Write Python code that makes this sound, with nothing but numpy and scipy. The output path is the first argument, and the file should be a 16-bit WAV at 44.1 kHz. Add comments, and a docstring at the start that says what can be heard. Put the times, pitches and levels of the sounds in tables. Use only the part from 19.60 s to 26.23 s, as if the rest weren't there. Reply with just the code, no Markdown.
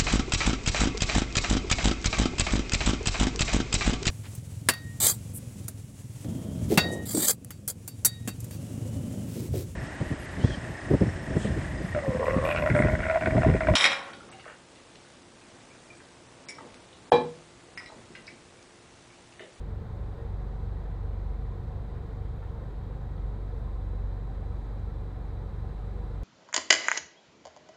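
"""A soft, dense wash of boiling is heard at once: a pot on a burner, dumplings being slipped in.
Filtered noise makes the wash; decaying, rising sines make its small bubbles and the larger gulps.
Under it a fan throbs against a second, steadier motor (likely a fridge compressor): sines locked to
two shafts beat, and high orders of the second whine faintly. Noise makes spatter, air and hiss."""
import sys
import numpy as np
from scipy import signal
from scipy.fft import rfft, irfft
from scipy.io import wavfile

SR = 44100
rng = np.random.default_rng(int(sys.argv[2]) if len(sys.argv) > 2 else 0)


def to_wav(sig):
    """Store sig (one row per channel, or 1-D mono) as 16-bit WAV at the path in sys.argv[1].

    Samples outside -1..1 are clipped; the rate is SR.
    """
    pcm = np.clip(np.atleast_2d(sig), -1, 1) * 32767
    pcm = np.round(pcm).astype(np.int16)
    wavfile.write(sys.argv[1], SR, pcm.T)  # frames by channels


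N = 292568
T = np.arange(N) / SR  # s
HZ = np.fft.rfftfreq(N, 1 / SR)


def amp(db):
    """Decibels to gain."""
    return 10 ** (np.asarray(db) / 20)


def unit(x):
    """Scales to rms 1."""
    return x / np.sqrt(np.mean(x ** 2) + 1e-30)


def curve(rows, axis=1):
    """Joins one column of (s, value, ..) rows by straight lines."""
    columns = np.transpose(rows)
    return np.interp(T, columns[0], columns[axis])


def read(points, hz):
    """Reads a spectrum on a log-frequency axis."""
    f, value = np.transpose(points)
    return np.interp(np.log(hz + 1), np.log(f + 1), value)


def colour(x, db):
    """Filters by a gain in dB for each frequency; rms 1."""
    return unit(irfft(rfft(x) * amp(db), N))


def noise(db):
    """White noise coloured by a gain in dB for each frequency; rms 1."""
    return colour(rng.standard_normal(N), db)


def drift(points_per_s):
    """Random wander of about rms 1: straight lines between random points."""
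    points = rng.standard_normal(256)
    return np.interp(T * points_per_s, np.arange(256), points) * np.sqrt(3 / 2)


def tone(turns, db):
    """A sine of the given rms level."""
    return np.sqrt(2) * amp(db) * np.sin(2 * np.pi * turns)


def add(mix, s, sound):
    """Adds a sound into the mix at time s."""
    part = mix[max(round(s * SR), 0):][:len(sound)]
    part += sound[:len(part)]


def small_bubbles(bubbles_per_s=900, spread_db=3, cycles=11):
    """Each bubble rings at its pitch, decays over a set number of cycles and rises in pitch."""
    pitches_hz = np.geomspace(350, 7000, 30)
    bubbles = np.zeros(N)
    for hz in pitches_hz:
        age = T[:4096] * hz / cycles  # in decay times
        envelope = np.exp(-age) * (1 - np.exp(-8 * age))
        ring = np.sin(2 * np.pi * cycles * (age + 0.0305 * age ** 2)) * envelope
        size = amp(spread_db * np.minimum(rng.exponential(1, N), 4))
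        births = rng.random(N) < bubbles_per_s / len(pitches_hz) / SR
        bubbles += hz * signal.oaconvolve(size * births, ring)[:N]
    return bubbles


# Wash of the boil. Each row: frequency in Hz, relative density in dB per Hz.
WASH_SPECTRUM = [(150, -14), (280, 1.5), (500, -1.5), (630, -7), (950, -9), (1200, -13), (1900, -18.5),
                 (2750, -30.5), (4200, -31.5), (5600, -40.5), (8500, -42.5), (10400, -55.5), (16000, -73)]
# Hollow resonances of pot and stove. Each row: frequency in Hz, width in Hz, lift in dB.
HOLLOWS = [(339, 17, 1.5), (458, 87, 4), (754, 68, 6.5), (878, 29, 4), (976, 16, 5.5), (1043, 27, 6.5),
           (1290, 41, 4)]
# Brightness of the boil, before its flicker. Each row: time in seconds, treble lift in dB.
TREBLE_LIFT = [(0, 2.5), (1.5, 1.5), (4.6, 1.05), (6.63, 2.5)]


def boil(level_db=-50.5, wash_db=0.0, bubbles_db=-9, surge_db=0.01, fizz_db=0.25):
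    """Countless bubbles merge into a wash; nearer ones ring out. The pot colours both."""
    shape_db = read(WASH_SPECTRUM, HZ)
    for hz, width_hz, lift_db in HOLLOWS:
        shape_db = shape_db + lift_db / (1 + (2 * (HZ - hz) / width_hz) ** 2)
    wash = amp(wash_db) * noise(shape_db)
    water = wash + amp(bubbles_db) * colour(small_bubbles(), shape_db)
    highpass = signal.butter(1, 1300, "high", fs=SR, output="sos")
    treble = signal.sosfiltfilt(highpass, water)
    lift = amp(curve(TREBLE_LIFT) + fizz_db * drift(1.8))
    return (water + (lift - 1) * treble) * amp(level_db + surge_db * drift(3))


# Brief wobbles of the drone's level. Each row: centre in seconds, change in dB.
DRONE_WOBBLES = [(.24, -9), (.41, 3), (.59, -7), (.82, 2.5), (2.42, -4), (2.69, 0), (3.66, 4), (5.52, -3.5)]


def drone_level_db(speed, base_db=-36, usual_turns_per_s=24.045, swell_db_per_turn_s=6,
                   wobble_s=0.048, flutter_db=0.6, flutter_points_per_s=11):
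    """The drone swells as the shaft slows, with a light flutter and brief wobbles."""
    level_db = base_db + swell_db_per_turn_s * (usual_turns_per_s - speed)
    level_db += flutter_db * drift(flutter_points_per_s)
    for s, change_db in DRONE_WOBBLES:
        level_db += change_db * np.exp(-((T - s) / wobble_s) ** 2)
    return level_db


# Fan shaft. Each row: time in seconds, speed in turns per second.
FAN_SPEED = [(0.0, 24.14), (0.35, 24.74), (0.7, 24.07), (1.2, 23.95), (1.7, 23.56), (2.1, 24.47),
             (3.25, 24.37), (3.9, 23.82), (4.35, 23.45), (4.9, 23.98), (5.6, 24.14), (6.25, 24.11),
             (6.63, 23.71)]
# Fan tones besides the drone. Each row: multiple of shaft speed, mean rms level in dB.
FAN_ORDERS = [(1, -50.5), (3, -46.2), (4, -44.2), (5, -49.3), (6, -60), (6.26, -53.5)]
# Compressor hum. Each row: multiple of shaft speed, mean rms level in dB.
MOTOR_HUM = [(3, -47.7), (4, -47), (5, -54)]


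def machines(motor, in_step_s=1.079, waver_db=0.66):
    """Two shafts at nearly the same speed: their like orders beat, faster the higher they are."""
    speed = curve(FAN_SPEED)
    fan = np.cumsum(speed) / SR  # turns made
    fan -= np.interp(in_step_s, T, fan - motor)  # shafts in step here: the shared hum peaks
    path = rng.random(16)  # the room delays like orders of both machines alike
    out = tone(2 * fan + rng.random(), drone_level_db(speed))
    for shaft, orders in ((fan, FAN_ORDERS), (motor, MOTOR_HUM)):
        for order, db in orders:
            out += tone(order * shaft + path[round(order)], db + waver_db * drift(1.1))
    return out


WHISTLE_ORDER = 171
# Sharpest compressor order, which sets its speed.
# Each row: time in seconds, pitch in Hz, rms level in dB.
WHISTLE = [(0.15, 3978, -82), (0.38, 3967, -86), (0.48, 3944, -81), (0.76, 3976, -81), (3.6, 3974, -83),
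           (4.38, 3972, -77.5), (6.41, 3965, -78.5), (6.45, 3958, -78)]


def compressor_shaft():
    """Turns made by the compressor, whose speed wanders slightly."""
    return np.cumsum(curve(WHISTLE) / WHISTLE_ORDER) / SR


def whistle(shaft):
    """The sharpest shaft order, a sine locked to the compressor."""
    return tone(WHISTLE_ORDER * shaft, curve(WHISTLE, axis=2))


# Compressor whine. Each row: multiple of shaft speed, rms level in dB before trim and fading.
MOTOR_WHINE = [(20, -66), (24, -67), (32, -75), (51, -80), (63, -79), (136, -89), (139, -90), (140, -92),
               (150, -89), (151, -91), (155, -89), (156, -92), (162, -89), (163, -88), (164, -89),
               (166, -85), (177, -92), (182, -90), (183, -93), (207, -96), (252, -101), (288, -100),
               (297, -101), (329, -100)]


def whine(shaft, trim_db=-0.5, fade_db=2):
    """High shaft orders fade in and out as the microphone moves through standing waves."""
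    out = np.zeros(N)
    for order, db in MOTOR_WHINE:
        out += tone(order * shaft + rng.random(), db + trim_db + fade_db * drift(1.7))
    return out


# Weak orders between those. Each row: frequency in Hz, peak level of each order in dB
# before scatter, trim and fading.
WEAK_ORDERS = [(2000, -99.5), (3000, -102), (3850, -91), (4050, -100), (4500, -100), (5800, -110),
               (7500, -110), (8900, -108), (10300, -117)]


def weak_orders(shaft, scatter_db=4, trim_db=-1.5, fade_db=2):
    """Many weak orders buzz, repeating every turn; two such patterns fade independently."""
    orders, angle = np.arange(2049), np.arange(4096) / 4096
    hz = orders * shaft[-1] / T[-1]
    strong = [WHISTLE_ORDER] + [order for order, _ in MOTOR_WHINE]
    in_band = (hz > WEAK_ORDERS[0][0]) & (hz < WEAK_ORDERS[-1][0])
    heard = in_band & ~np.isin(orders, strong)
    level = heard * amp(read(WEAK_ORDERS, hz) + rng.uniform(-scatter_db, scatter_db, len(hz)))
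    out = np.zeros(N)
    for _ in range(2):
        phases = np.exp(2j * np.pi * rng.random(len(hz)))
        turn = irfft(level * phases) * len(angle) / 2
        out += np.interp(shaft, angle, turn, period=1) * amp(fade_db * drift(2.0) + trim_db)
    return out


# Electrical tones. Each row: frequency in Hz, mean rms level in dB.
ELECTRICAL_TONES = [(100, -59), (1962, -84), (2400, -87)]


def electrical_tones(fade_db=2):
    """Sines of fixed pitch whose levels fade as the microphone moves through standing waves."""
    out = np.zeros(N)
    for hz, db in ELECTRICAL_TONES:
        out += tone(hz * T + rng.random(), db + fade_db * drift(2))
    return out


# Rumble of moving air. Each row: frequency in Hz, relative density in dB per Hz.
RUMBLE_SPECTRUM = [(10, -28), (30, -18), (40, -8), (57, 1.5), (85, -.5), (135, -4), (160, -7), (178, -5.5),
                   (195, -8), (222, -7.5), (245, -19), (400, -36), (1500, -90)]


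def air(rumble_db=-43.5, swell_db=-0.07):
    """Turbulent air around fan and burner: low, nearly steady noise."""
    return noise(read(RUMBLE_SPECTRUM, HZ)) * amp(rumble_db + swell_db * drift(3.3))


# Larger bubbles and gulps. Each row: start in seconds, starting pitch in Hz, peak level in dB,
# length in seconds.
GULPS = [(.565, 457, -45, 0.13), (.57, 1840, -61, 0.065), (0.572, 1640, -64, .05),
         (1.421, 440.5, -50, 0.085), (2.815, 1370, -58, 0.04), (2.81, 1760, -61, 0.043),
         (2.82, 900, -52, 0.029), (2.93, 900, -54, 0.075), (3.91, 470, -47, 0.055), (4.16, 739, -53, 0.054),
         (4.666, 766.4, -51, 0.062), (5.26, 1328, -58.5, 0.075), (6.34, 477.4, -49, 0.12)]


def gulps(rise=0.013):
    """Large bubbles swell and sing briefly, their pitch rising by the given fraction."""
    out = np.zeros(N)
    for s, hz, db, length_s in GULPS:
        u = T[:round(length_s * SR)] / length_s
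        ring = np.sin(2 * np.pi * hz * length_s * (u + rise * u ** 2 / 2))
        add(out, s, amp(db) * np.sin(np.pi * u) * ring)
    return out


# Spatters at the surface. Each row: start in seconds, rms level in dB before the envelope,
# decay in seconds.
SPATTERS = [(.59, -68, 0.065), (2.072, -57, 0.0039), (2.34, -60, 0.027), (2.821, -60.5, 0.067)]
# Their colour. Each row: frequency in Hz, relative density in dB per Hz.
SPATTER_SPECTRUM = [(400, -24), (1000, 1), (1800, 3), (2800, -9), (5000, -20), (9000, -32), (16000, -50.5)]


def spatters():
    """Short bursts of spray: coloured noise with a quick attack and exponential decay."""
    out = np.zeros(N)
    spray = noise(read(SPATTER_SPECTRUM, HZ))
    for s, db, decay_s in SPATTERS:
        age = np.maximum(T - s, 0) / decay_s
        out += amp(db) * spray * np.exp(-age) * (1 - np.exp(-10 * age))
    return out


def scene():
    """All sources at one microphone."""
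    motor = compressor_shaft()
    compressor = whistle(motor) + whine(motor) + weak_orders(motor)
    water = boil() + gulps() + spatters()
    return (water + machines(motor) + compressor + electrical_tones() + air())[None]


# Microphone hiss. Each row: frequency in Hz, relative density in dB per Hz.
HISS_SPECTRUM = [(100, -6), (9000, -5), (10500, -9), (12300, -2), (14800, -3), (16000, -6)]


def record(dry, hiss_db=-83, edge_hz=15750):
    """Microphone hiss, then a steep low-pass as the band limit."""
    wet = dry + amp(hiss_db) * noise(read(HISS_SPECTRUM, HZ))
    lowpass = signal.firwin(1023, edge_hz, window=("kaiser", 9), fs=SR)
    return signal.oaconvolve(wet, lowpass[None], "same")


dry = scene()
out = record(dry)
to_wav(out)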